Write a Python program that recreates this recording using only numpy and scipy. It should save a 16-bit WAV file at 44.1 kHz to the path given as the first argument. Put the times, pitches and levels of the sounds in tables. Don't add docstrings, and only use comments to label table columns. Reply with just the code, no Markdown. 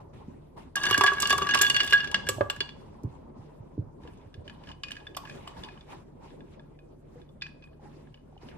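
import sys
import numpy as np
from scipy import signal
from scipy.io import wavfile
from scipy.ndimage import uniform_filter1d

SR = 44100
rng = np.random.default_rng(int(sys.argv[2]) if len(sys.argv) > 2 else 0)


def to_linear_factor(level_db):
    exponent = np.asarray(level_db, float) / 20
    return 10 ** exponent


def pcm_store(signal):
    levels = np.round(np.clip(np.atleast_2d(signal), -1, 1) * 32767)
    wavfile.write(sys.argv[1], SR, levels.astype(np.int16).T)


N = 377937

# time in
# seconds, level in dB.
LOAD = [(0.0, -51), (0.55, -56), (0.79, -56), (1.1, -51), (1.26, -45.5), (1.43, -46), (1.77, -47.5),
        (2.43, -48), (2.6, -52.5), (3.55, -53), (4.68, -55.5), (5.37, -56.5), (5.92, -59), (6.2, -54.5),
        (7.83, -58), (7.97, -56), (8.4, -59), (8.57, -50.5)]
# frequency in Hz, level in dB per Hz.
TUMBLE_SPECTRUM = [(35, -36), (60, -2.5), (150, -3.5), (357, -5), (441, -12), (487, -7.5), (650, -19),
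                   (840, -50), (1430, -120)]
# frequency in Hz, level in dB per Hz.
HOLLOW_SPECTRUM = [(350, -36), (600, -1.5), (895, 11.5), (1650, -25), (1900, -17), (2470, -44),
                   (4180, -120)]
# frequency in Hz, level in dB rms.
MOTOR = [(37, -61), (74, -65), (147.5, -59.5)]
# frequency in Hz, level in dB per Hz.
HISS_SPECTRUM = [(590, -27), (1000, -6.5), (1320, -11), (1620, -17), (3500, -21), (7000, -29), (9000, -23),
                 (13800, -36)]
# frequency in Hz, left-right likeness from -1 to 1.
LIKENESS = [(60, 0.94), (180, 0.7), (550, -0.27), (1650, 0.36), (4970, -0.39), (15000, 0.18)]
# frequency in Hz, echo level in dB, t60 in seconds.
KITCHEN = [(700, -13.5, 0.29), (2850, -24.5, 0.51), (10200, -14, 0.37)]
# frequency in Hz, level in dB per Hz.
RUSTLE_SPECTRUM = [(710, -41), (1200, -7.5), (2410, -9), (9990, -28), (13200, -37.5), (15500, -51)]
# start in seconds, rise in seconds, fall of 20 dB in seconds (held within
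# 0.05 to 0.45), level in dB.
SLEEVE_MOVES = [(0, 0.0043, -0.24, -74), (0.129, 0.008, 0.46, -75.5), (.562, 0.017, 0.12, -66.5),
                (2.6, 0.019, 1.5, -75.5), (2.76, 0.046, .45, -78), (3.05, 0.072, 0.2, -80),
                (3.33, 0.084, 0.5, -80), (3.999, 0.038, 1.4, -75), (4.437, 0.021, 40.5, -75.5),
                (4.581, 0.13, -0.3, -69.5), (4.82, 0.12, 3, -75), (5.16, 0.15, 0.69, -68),
                (5.3, 0.064, 3.2, -69), (5.559, 0.02, 0.4, -67), (5.853, 0.074, 0.1, -65.5),
                (5.93, 0.075, -0.06, -73.5), (6.19, 0.05, 1.7, -74), (6.5, 0.04, -11, -75),
                (7.0, 0.21, -6, -80), (7.788, 0.057, 0.8, -75), (7.9, 0.13, -6.5, -80.5),
                (8.3, 0.058, -12.5, -87.5), (8.399, 0.026, 1, -71.5)]
# start in seconds, peak in dB, pitch in Hz, t60 in seconds.
THUDS = [(0.281, -34.5, 238, 0.048), (0.565, -33, 135, 0.0087), (0.911, -22, 402, 0.023),
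         (0.982, -20, 278, 0.017), (1.039, -28, 690, 0.021), (1.317, -34, 418, 0.072),
         (1.61, -33, 395, 0.14), (2.139, -39, 197.3, 0.3), (2.291, -22.5, 513, 0.04),
         (2.465, -48, 610, 0.11), (2.607, -34.5, 407, 0.039), (3.038, -28, 282.6, 0.037),
         (3.07, -29, 124, 0.052), (3.778, -25.5, 292, 0.041), (3.81, -33, 120, 0.048),
         (2.368, -30, 116, 0.12), (2.383, -27.5, 620, 0.035), (2.408, -13, 574, 0.053),
         (2.579, -30, 84.5, 0.048), (3.044, -17, 105.6, 0.035), (3.786, -17, 110, 0.04),
         (4.258, -33, 82.2, 0.14), (4.373, -30.5, 86.7, 0.23), (6.153, -41, 222.5, 0.044),
         (7.156, -44.5, 485, 0.17), (7.855, -45.5, 832, 0.099), (7.795, -49, 832, 0.044),
         (3.387, -36, 110.6, 0.1), (3.599, -35, 119, 0.11), (4.05, -42, 475, 0.069),
         (8.326, -50.5, 750, 0.031), (8.365, -45, 804, 0.033), (8.432, -44, 425, 0.02)]
# start in seconds, peak in dB, tilt in dB per octave.
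RIM_TAPS = [
    (1.2005, -24, 11),
    (1.614, -11.5, 4),
    (2.2647, -52, -5),
    (2.288, -22, 0),
    (2.4988, -34.5, 1),
    (5.1659, -36, 13),
    (5.4736, -49.5, -4.5),
]
# frequency in Hz, level in dB, t60 in seconds.
STRAW_MODES = [(6760, -8.5, 0.083), (7510, -3.5, 0.12), (7740, -2, 0.13), (8270, -4.5, 0.051),
               (9350, -15.5, .15), (9600, -4.5, 0.053), (11190, -16, 0.06), (12430, -4, 0.067),
               (13400, -15, .15)]
# start in
# seconds, level in dB, top octave over it in dB.
TICKS = [(0.7574, -23.5, -5.5), (0.8344, -26.5, -13.5), (0.8542, -31, -11.5), (0.866, -33.5, -8),
         (0.899, -33, -5.5), (0.91, -23, -5), (0.942, -29, -6.5), (0.978, -21, -6.5), (1.01, -24.5, -6),
         (1.0372, -21, -10), (1.0635, -31.5, -6.5), (1.07, -32, -11), (1.1343, -35.5, -8.5),
         (1.2016, -21, -7), (1.222, -17, -10), (1.2723, -23.5, -11), (1.296, -27, -6), (1.304, -19, -11.5),
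         (1.328, -26.5, -5.5), (1.38, -25, -5), (1.4194, -35, -11.5), (1.4665, -39, -9.5),
         (1.488, -34.5, -10), (1.508, -36.5, -12.5), (1.541, -29.5, -12), (1.5472, -20, -8),
         (1.572, -30, -15.5), (1.588, -26.5, -8), (1.615, -12.5, -1), (1.699, -19, -12.5),
         (1.744, -32.5, -15), (1.764, -27, -10), (1.8033, -36, -12), (1.809, -35.5, -11.5),
         (1.8318, -31.5, -10.5), (1.846, -35.5, 0.5), (1.8648, -37, -5.5), (1.876, -33.5, -15),
         (1.9, -37.5, -4.5), (1.9081, -32.5, -6), (1.932, -23, -6), (2.043, -40.5, -17),
         (2.076, -49, -10.5), (2.114, -36, -13.5), (2.1431, -34, -16.5), (2.2652, -48, -10),
         (2.2744, -46, -13), (2.2884, -17.5, -8), (2.5017, -38.5, -5.5), (2.562, -45.5, -8),
         (2.606, -36.5, -18), (2.6904, -62, -14),
         (3.034, -54, -3), (4.833, -52, -23), (4.909, -45, -12), (4.918, -43, -10), (5.1467, -58, -14),
              (5.1673, -31.5, -8), (5.474, -54, -6)]
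# low edge in Hz, high edge in Hz, level in dB, fade in seconds.
TICK_CRACK = [
    (4018, 9240, -1.5, 0.0034),
    (9600, 15800, -6, 0.0035),
]
# time in seconds, level in dB.
GRIND = [(0.755, -44), (0.79, -36.5), (0.86, -33), (0.96, -38), (1.304, -39.5), (1.69, -40), (1.802, -42.5),
         (2.3, -65.5)]
# frequency in Hz, level in dB, t60 in seconds.
STANDING_MODES = [
    [(2411, -9.5, 0.013), (2934, -7, 0.02), (2864, -4.5, 0.1), (3440, -10.5, 0.17), (4480, -12.5, 0.076)],
    [(391, -16, 0.093), (1020, -9.5, 0.045), (1147, -2.5, 0.085)],
    [(1654, 1.5, 0.26), (1630, -10.5, 0.08)],
]
# frequency in Hz, level in dB, t60 in seconds.
LIFTED_MODES = [
    [(2484, -12, 0.27), (2960, 4, 0.022), (3506, 0.5, 0.047), (4630, -8.5, 0.074), (5090, -4, 0.023)],
    [(1120, 2, 0.031)],
    [(1656, -5.5, 0.092), (1706, 2, 0.045), (1850, -6, 0.021)],
]
# low edge in Hz, high edge in Hz, level in dB, fade in seconds.
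CUBE_CRACK = [
    (1750, 5400, -10.5, 0.0055),
    (485, 1810, -10.5, 0.0029),
    (1290, 3830, -10.5, 0.0036),
    (5800, 10800, -3.5, 0.0024),
]
# start in seconds, wall tone in dB, overtones in dB, ring length factor.
SQUARE_HITS = [(0.7551, -22, -36, 0.63), (0.837, -23, -26.5, 0.64), (0.866, -21, -50, 1),
               (0.9008, -26.5, -30, 0.56), (.926, -22, -50.5, .6), (0.976, -23.5, -50.5, .6),
               (1.02, -23.5, -51, .6), (0.9444, -9.5, -24.5, 0.18), (1.01, -24.5, -26.5, 0.59),
               (1.0364, -12.5, -27.5, 0.81), (1.063, -14, -24.5, 0.48), (1.077, -11.5, -35, 0.57),
               (1.134, -28, -38, 0.17), (1.1825, -32, -40, 0.17), (1.2272, -25.5, -24, 0.64),
               (1.297, -19.5, -26.5, 0.38), (1.3056, -17, -22.5, 0.77), (1.3256, -23.5, -25.5, 0.41),
               (1.4692, -24, -30.5, 0.29), (1.49, -20.5, -28.5, 0.78), (1.5094, -25, -30, 0.68),
               (1.537, -14.5, -26, 0.35), (1.544, -14.5, -18, 0.37), (1.5499, -16, -29, 0.21),
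               (1.589, -25.5, -27.5, 0.88), (1.6112, -17, -24, 1), (1.6304, -19, -26.5, 0.6),
               (1.745, -20.5, -27.5, 0.98), (1.796, -21.5, -30, 0.34), (1.8037, -14.5, -25.5, 0.4),
               (1.8748, -35, -33, 0.25), (1.932, -9, -28, 1), (1.998, -25, -38.5, 0.36),
               (2.044, -27.5, -34, 0.44), (2.032, -29.5, -45, 0.6), (2.1436, -23.5, -48, .8),
               (1.698, -24, -50, .7), (2.249, -47, -60, 0.3), (2.268, -29.5, -50, 0.73),
               (2.4091, -22, -48, 0.28), (2.69, -42.5, -65, .25), (2.563, -33, -52, 0.2),
               (1.096, -23.5, -52, 0.7), (2.073, -35.5, -35.5, 0.38)]
# start in seconds, overtones in dB, favoured pitch in Hz.
GLANCING_HITS = [(0.7667, -25.5, 2970), (0.853, -20.5, 2760), (0.8659, -27, 2850), (0.9093, -21, 2240),
                 (0.9274, -21.5, 2870), (0.9772, -21.5, 2370), (1.0087, -23.5, 2280), (1.07, -23.5, 4600),
                 (1.0635, -16.5, 2774), (1.2017, -30.5, 4850), (1.2131, -25, 2710), (1.2545, -21, 2848),
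                 (1.2714, -29, 2730), (1.3808, -28.5, 2368), (1.4197, -24, 2376), (1.5733, -19, 2810),
                 (1.6172, -19.5, 2848), (1.6474, -20, 2810), (1.6644, -19, 3380), (1.7, -14.5, 2850),
                 (1.7644, -15, 2760), (1.8028, -16.5, 2880), (1.8314, -25.5, 2800), (1.8444, -31, 2864),
                 (1.8654, -37, 2797), (1.8761, -30, 3450), (1.8954, -33, 2910), (1.9074, -27, 2725),
                 (1.9244, -13.5, 2960), (1.9514, -32, 2850), (1.9779, -29, 2790), (2.0033, -28, 2900),
                 (2.1141, -30.5, 2940), (2.1435, -9.5, 2745), (2.2687, -31, 3430), (2.2887, -15.5, 2700),
                 (2.4987, -18, 2870), (2.605, -17.5, 4340), (2.6903, -35.5, 3630)]
# start in seconds, wall tone in dB, overtones in dB, favoured pitch in Hz.
HELD_HITS = [(4.0748, -47, -57.5, 2870), (4.3416, -47.5, -51, 3380), (4.478, -42, -48.5, 3010),
             (4.4967, -38, -50.5, 3100), (4.637, -57, -55, 2790), (4.689, -48, -50.5, 2860),
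             (4.715, -48, -49.5, 2850), (4.8347, -35.5, -33.5, 2790), (4.837, -57, -61, 2484),
             (4.836, -60, -52, 4800), (4.883, -36.5, -46, 2730), (4.917, -44.5, -39, 2790),
             (4.954, -45, -53, 2900), (5.645, -57, -48, 2900), (4.9664, -35, -48, 2700),
             (5.068, -36.5, -48, 3360), (5.1702, -61, -37.5, 3150), (5.252, -39.5, -49, 2740),
             (5.2965, -37, -44, 2420), (5.476, -56, -45.5, 2990), (5.6357, -44, -44.5, 3460),
             (5.6858, -39, -51.5, 2510), (5.8088, -60, -54, 3460), (6.4056, -48.5, -67, 3520),
             (6.595, -49, -61.5, 3570), (6.789, -56, -64, 2484), (7.2158, -55.5, -65, 3610),
             (7.42, -31, -37, 2523), (7.4221, -50, -40, 4720), (7.4648, -37, -49, 2430),
             (7.623, -54, -58.5, 2470), (8.1425, -56, -56.5, 2950), (8.377, -80, -65, 2950),
             (8.486, -52, -53, 2880), (8.514, -49.5, -69, 2910), (4.672, -45, -53.5, 3000),
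             (4.9066, -35, -48, 2900), (5.002, -49, -60, 2930), (5.1476, -47, -49.5, 2750),
             (5.2734, -40, -55, 2500), (5.5678, -50, -66, 3420), (5.7752, -52, -62, 2830),
             (6.305, -54, -72, 3470), (7.412, -58, -53, 3600), (7.639, -62, -58, 2490),
             (7.673, -57, -76, 3470), (7.7313, -60, -81, 2950), (8.0711, -55, -84, 2960),
             (8.1735, -61.5, -69, 2930), (7.29, -80, -69.5, 3520)]
# start in seconds, level in dB.
KNOCKS = [(0.7657, -27.5), (0.91, -17.5), (0.9744, -22.5), (1.009, -8.5), (1.039, -11), (1.0761, -25.5),
          (1.1181, -20), (1.2283, -22.5), (1.258, -33), (1.3055, -25.5), (1.3283, -14), (1.383, -20),
          (1.4174, -17.5), (1.4649, -25), (1.5467, -24.5), (1.553, -16), (1.628, -24), (1.902, -41),
          (1.923, -23), (2.1156, -44), (2.1446, -32.5), (2.2937, -28), (2.4102, -18.5), (2.501, -33),
          (4.833, -54), (5.1685, -24), (5.259, -41), (5.297, -56), (5.474, -32.5), (5.5845, -62)]
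RESTS = [.782, .91, 0.956, 1.0, 1.113, 1.146, 1.36, 1.72, 2.012, 2.087, 2.19, 2.33, 2.43, 2.52, 2.575, 2.62]

GRIP_S, LIFT_S, FAR_S = 2.1, 3.9, 6.0
ICE_LOW_HZ, ICE_HIGH_HZ = 1880, 6370
WALL_STEADY = 0.27


def rms_one(x):
    return x / np.sqrt(np.mean(x ** 2) + 1e-20)


def in_time(rows):
    s, db = np.transpose(rows)
    left = db[0] if s[0] < .05 else -120
    right = db[-1] if s[-1] > 8 else -120
    return np.interp(np.arange(N) / SR, s, db, left=left, right=right)


def at_hz(points, hz):
    point_hz, value = np.transpose(points)
    return np.interp(np.log(hz), np.log(point_hz), value)


def band(x, low, high):
    return signal.sosfilt(signal.butter(2, [low, high], "band", fs=SR, output="sos"), x)


def drift(rate_hz):
    r = np.exp(-80 * np.pi * rate_hz / SR)
    slow = signal.lfilter([1], [1, -2 * r, r * r], rng.standard_normal(N // 40 + 2002))[2000:]
    return np.interp(np.arange(N) / 40, np.arange(len(slow)), rms_one(slow))


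def ring(clicks, hz, t60):
    r, w = to_linear_factor(-60 / (t60 * SR)), 2 * np.pi * hz / SR
    return signal.lfilter([0, np.sin(w)], [1, -2 * r * np.cos(w), r * r], clicks + 1e-18)


def add(out, s, sound):
    at = round(s * SR)
    out[:, at:at + sound.shape[1]] += sound[:, :N - at]


def banded_noise(spectrum, patchy_db):
    edges = np.geomspace(spectrum[0][0], spectrum[-1][0], 10)
    out, white = 0, rng.standard_normal((2, 2, N))
    for k, (low, high) in enumerate(zip(edges, edges[1:])):
        mid, side = band(white[k % 2], low, high)
        hz = np.sqrt(low * high)
        alike = np.clip(at_hz(LIKENESS, hz), -1, 1)
        gain = to_linear_factor(at_hz(spectrum, hz) + patchy_db * drift(15))
        out = out + gain * (np.sqrt(1 + alike) * mid + np.sqrt(1 - alike) * side * [[1], [-1]])
    return rms_one(out)


def microphone_hiss():
    low_pass = signal.butter(8, 14000, fs=SR, output="sos")
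    hiss = to_linear_factor(-74.5) * signal.sosfilt(low_pass, banded_noise(HISS_SPECTRUM, patchy_db=3.5))
    return hiss + to_linear_factor(-99.0) * rms_one(band(rng.standard_normal((2, N)), 8800, 9150))


def far_machine(near_low, near_hollow):
    t, load_db = np.arange(N) / SR, in_time(LOAD)
    hum = 0
    for hz, db in MOTOR:
        hum = hum + np.sqrt(2) * to_linear_factor(db + 0.65 * drift(2.2)) * np.sin(2 * np.pi * hz * t)
    load = np.hypot(to_linear_factor(load_db + 3.0), near_low) * banded_noise(TUMBLE_SPECTRUM, patchy_db=3)
    hollow = to_linear_factor(-65.5 + 1.9 * (load_db - np.median(load_db)))
    return hum + load + np.hypot(hollow, near_hollow) * banded_noise(HOLLOW_SPECTRUM, patchy_db=4)


def kitchen(x):
    t, tail = np.arange(SR // 2) / SR, 0
    for hz, echo_db, t60 in KITCHEN:
        noise = rms_one(band(rng.standard_normal((2, len(t))), hz / 4.8, hz * 1.73))
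        tail = tail + to_linear_factor(echo_db - 31.0) * noise * to_linear_factor(-60 * t / t60) * (t > .004)
    return signal.fftconvolve(x, tail, axes=1)[:, :N]


def sleeves():
    t, power = np.arange(0, N + 64, 64) / SR, 0
    for s, rise_s, fall_s, db in SLEEVE_MOVES:
        rise = np.clip((t - s) / max(rise_s, .005), 0, 1)
        fall_db = 20 * np.maximum(t - s - rise_s, 0) / np.clip(fall_s, .05, .45)
        power = power + (rise * to_linear_factor(db - fall_db)) ** 2
    return np.interp(np.arange(N) / SR, t, np.sqrt(power))


def thuds():
    out = np.zeros(N)
    for s, peak_db, hz, t60 in THUDS:
        push = np.zeros(SR // 3)
        contact = np.hanning(3 + int(SR * 0.45 / hz))
        push[:len(contact)] = to_linear_factor(peak_db + 3) * contact / contact.sum()
        blow = ring(push, hz, max(t60, .01)) + 0.05 * ring(push, 1.95 * hz, 0.015)
        blow += 0.35 * min(1, 750.0 / hz) * ring(push, 105.13, 0.12)
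        blow += 0.27 * ring(push, 390, 0.066)
        at = round(s * SR)
        out[at:at + len(blow)] += blow[:N - at]
    out = band(band(out, 90, 1600), 90, 1600)
    at = np.arange(N)
    late = np.interp(at - 0.00019 * SR, at, out)
    return np.array([to_linear_factor(-2.2) * late, to_linear_factor(0.56) * out])


def struck(hz, level_db, t60, luck, spread_db, detune, beam, flutter_db, choke_s=1, choked=0):
    pitch_luck, strength_luck, phase_luck, sway_luck = luck
    t = np.arange(int(SR * min(.2, np.max(t60))))[:, None] / SR
    w = 2 * np.pi * hz * (1 + detune * pitch_luck)
    knots, place = rng.standard_normal((100, len(hz))), t[:, 0] / 0.0081
    whole = place.astype(int)
    waver = knots[whole] + (place - whole)[:, None] * (knots[whole + 1] - knots[whole])
    waver = waver * np.minimum(1, t * 100)
    choke_db = -16 * choked * np.clip((t - choke_s) / .008, 0, 1)
    fade = to_linear_factor(level_db + spread_db * strength_luck + flutter_db * waver - 60 * t / t60 + choke_db)
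    fade = fade * np.minimum(1, (t[-1] - t) * 50)
    fade = fade * (1 - np.exp(-t / 0.0014))
    wide = np.minimum(hz / 2400.0, 1)
    sway = to_linear_factor(2.5 * wide * sway_luck)
    left = np.sin(w * t) * sway
    right = np.sin(w * t + beam * wide * phase_luck - 1e-4 * w) / sway
    return np.array([(fade * left).sum(axis=1), (fade * right).sum(axis=1)])


def cracks(rows, puffs):
    out, white = 0, rng.standard_normal((2, N))
    white[1] = 1.6 * np.roll(white[0], 3) + 1.1 * white[1]
    for f, (low_hz, high_hz, crack_db, fade_s) in enumerate(puffs):
        starts = np.full(N, 1e-18)
        np.add.at(starts, np.round(rows[:, 0] * SR).astype(int), to_linear_factor(rows[:, 1 + f] + crack_db))
        shape = 0
        for gain, s in [(1, fade_s), (to_linear_factor(-15.5), 3.7 * fade_s)]:
            shape = shape + gain * signal.lfilter([1], [1, -np.exp(-1 / (s * SR))], starts)
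        shape = uniform_filter1d(shape, size=int(.0008 * SR))
        out = out + band(rms_one(band(white, low_hz, high_hz)) * shape, low_hz, high_hz)
    return out


def straw():
    out, (hz, level_db, t60) = np.zeros((2, N)), np.transpose(STRAW_MODES)
    for s, peak_db, tilt_db in RIM_TAPS:
        tap_db = peak_db + level_db - 2.5 + tilt_db * np.log2(hz / 10000.0)
        for bounce_s in (0, 0.0055):
            luck = rng.standard_normal((4, len(hz)))
            add(out, s + bounce_s, struck(hz, tap_db, 0.28 * t60, luck, spread_db=-3.5, detune=0.014,
                                          beam=0.91, flutter_db=3.5))
    return out


def ticks():
    s, db, top_db = np.transpose(TICKS)
    return cracks(np.transpose([s, db - 0.5, db + top_db - 0.5]), TICK_CRACK)


def grinding(gain, families, per_s, top_hz):
    sizes = to_linear_factor(4.48 * np.minimum(rng.exponential(1, N), 3)) * rng.choice([-1, 1], N)
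    clicks = sizes * (rng.random(N) < per_s / SR) * gain
    dealt = rng.integers(0, 8, N)
    both = to_linear_factor(-10.5) * band(clicks, 1500, top_hz)
    for k, (hz, db, t60) in enumerate(np.concatenate(families)):
        both += to_linear_factor(db - 13.5) * ring(clicks * ((dealt + k) % 2), hz, 0.41 * t60)
    for k, hz in enumerate(np.geomspace(ICE_LOW_HZ, ICE_HIGH_HZ, 8)):
        both += to_linear_factor(-17) * ring(clicks * (dealt == k), hz, 0.036)
    return np.array([both, np.roll(both, 4)])


def usual_ring(s):
    return 0.64 if s < GRIP_S else 0.37 if s < LIFT_S else 0.69


def blows():
    silent = -120
    wall = [(s, db + 7, tone_db - 1, length, 0) for s, tone_db, db, length in SQUARE_HITS]
    wall += [(s, db + 7, tone_db - 1, usual_ring(s), hz) for s, tone_db, db, hz in HELD_HITS]
    wall += [(s, db - 1.5, db - 9, usual_ring(s), hz) for s, db, hz in GLANCING_HITS]
    rows = []
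    for s, db, tone_db, length, hz in wall:
        bright_db = -27 if s < LIFT_S else -15.5 - 12 * (s > FAR_S)
        rows.append((s, db, db - 13, tone_db, db + bright_db, length, hz))
    rows += [(s, silent, db + 3, silent, silent, 0.82, 0) for s, db in KNOCKS]
    return [r for r in rows if r[0] < LIFT_S], [r for r in rows if r[0] > LIFT_S]


def jar(hits, families, spread_db, detune, favour_db, flutter_db):
    rows = np.array(hits)
    family = np.array([f for f, modes in enumerate(families) for mode in modes] + [0, 0, 0])
    is_wall = family == 2
    hz, level_db, t60 = np.concatenate(families + [[(1, -11, 0.048)] * 3]).T
    out = cracks(rows, CUBE_CRACK)
    for row in rows:
        s, ring_factor, favoured_hz = row[0], row[5], row[6]
        luck, cube = rng.standard_normal((4, len(hz))), rng.random(4)
        pitch = np.append(hz[:-3], ICE_LOW_HZ * (ICE_HIGH_HZ / ICE_LOW_HZ) ** cube[:3])
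        length = t60 * np.clip(ring_factor * (1 + 0.3 * (2 * cube[3] - 1) * (family == 0)), .2, 3)
        if GRIP_S < s < LIFT_S:
            length[is_wall] *= 0.69
        mode_db = row[1 + family] + level_db
        if favoured_hz:
            pitch[-1] = favoured_hz
            away_db = 60 * np.abs(np.log2(pitch / favoured_hz))
            mode_db = mode_db + (8 - np.minimum(away_db, favour_db)) * (family == 0)
            luck[1:, np.abs(pitch - favoured_hz) < .04 * pitch] = 0
        luck[1::2, is_wall] *= WALL_STEADY
        steady = np.where(is_wall, WALL_STEADY, 1)
        calm = np.where(is_wall | (pitch < 2400), WALL_STEADY, 1)
        choke_s = min([rest - s for rest in RESTS if rest > s] + [1])
        on = row[1 + family] > -100
        if on.any():
            add(out, s, struck(pitch[on], mode_db[on], length[on], luck[:, on], spread_db,
                               detune * steady[on], beam=1.0, flutter_db=flutter_db * calm[on],
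                               choke_s=choke_s, choked=is_wall[on]))
    return out


def scene():
    t = np.arange(N) / SR
    cloth, stirring = sleeves(), to_linear_factor(in_time(GRIND))
    back = far_machine(to_linear_factor(-16) * stirring + to_linear_factor(20.5) * cloth, to_linear_factor(-13) * stirring + to_linear_factor(16.5) * cloth)
    rustle = to_linear_factor(12.0) * cloth * banded_noise(RUSTLE_SPECTRUM, patchy_db=3.0)
    knocks = thuds()
    nudged = to_linear_factor(19) * cloth * ((t > LIFT_S) & (t < FAR_S))
    near = straw() + ticks()
    near += grinding(to_linear_factor(6.5) * stirring, STANDING_MODES, per_s=400., top_hz=9075)
    near += grinding(nudged, LIFTED_MODES, per_s=79.0, top_hz=4025)
    standing, held = blows()
    near += jar(standing, STANDING_MODES, spread_db=2.0, detune=0.0085, favour_db=5, flutter_db=3.5)
    near += jar(held, LIFTED_MODES, spread_db=2.5, detune=0.0031, favour_db=14, flutter_db=4.5)
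    return near + knocks + kitchen(near + to_linear_factor(-5.5) * knocks) + back + rustle + microphone_hiss()


def band_limit(x):
    return signal.sosfilt(signal.butter(12, 16000, fs=SR, output="sos"), x)


def record(dry):
    top = signal.sosfilt(signal.cheby2(14, 45, 16100, fs=SR, output="sos"), dry)
    top = signal.sosfilt(signal.butter(5, 13800, fs=SR, output="sos"), top)
    return band_limit(top)


dry = scene()
out = record(dry)
pcm_store(out)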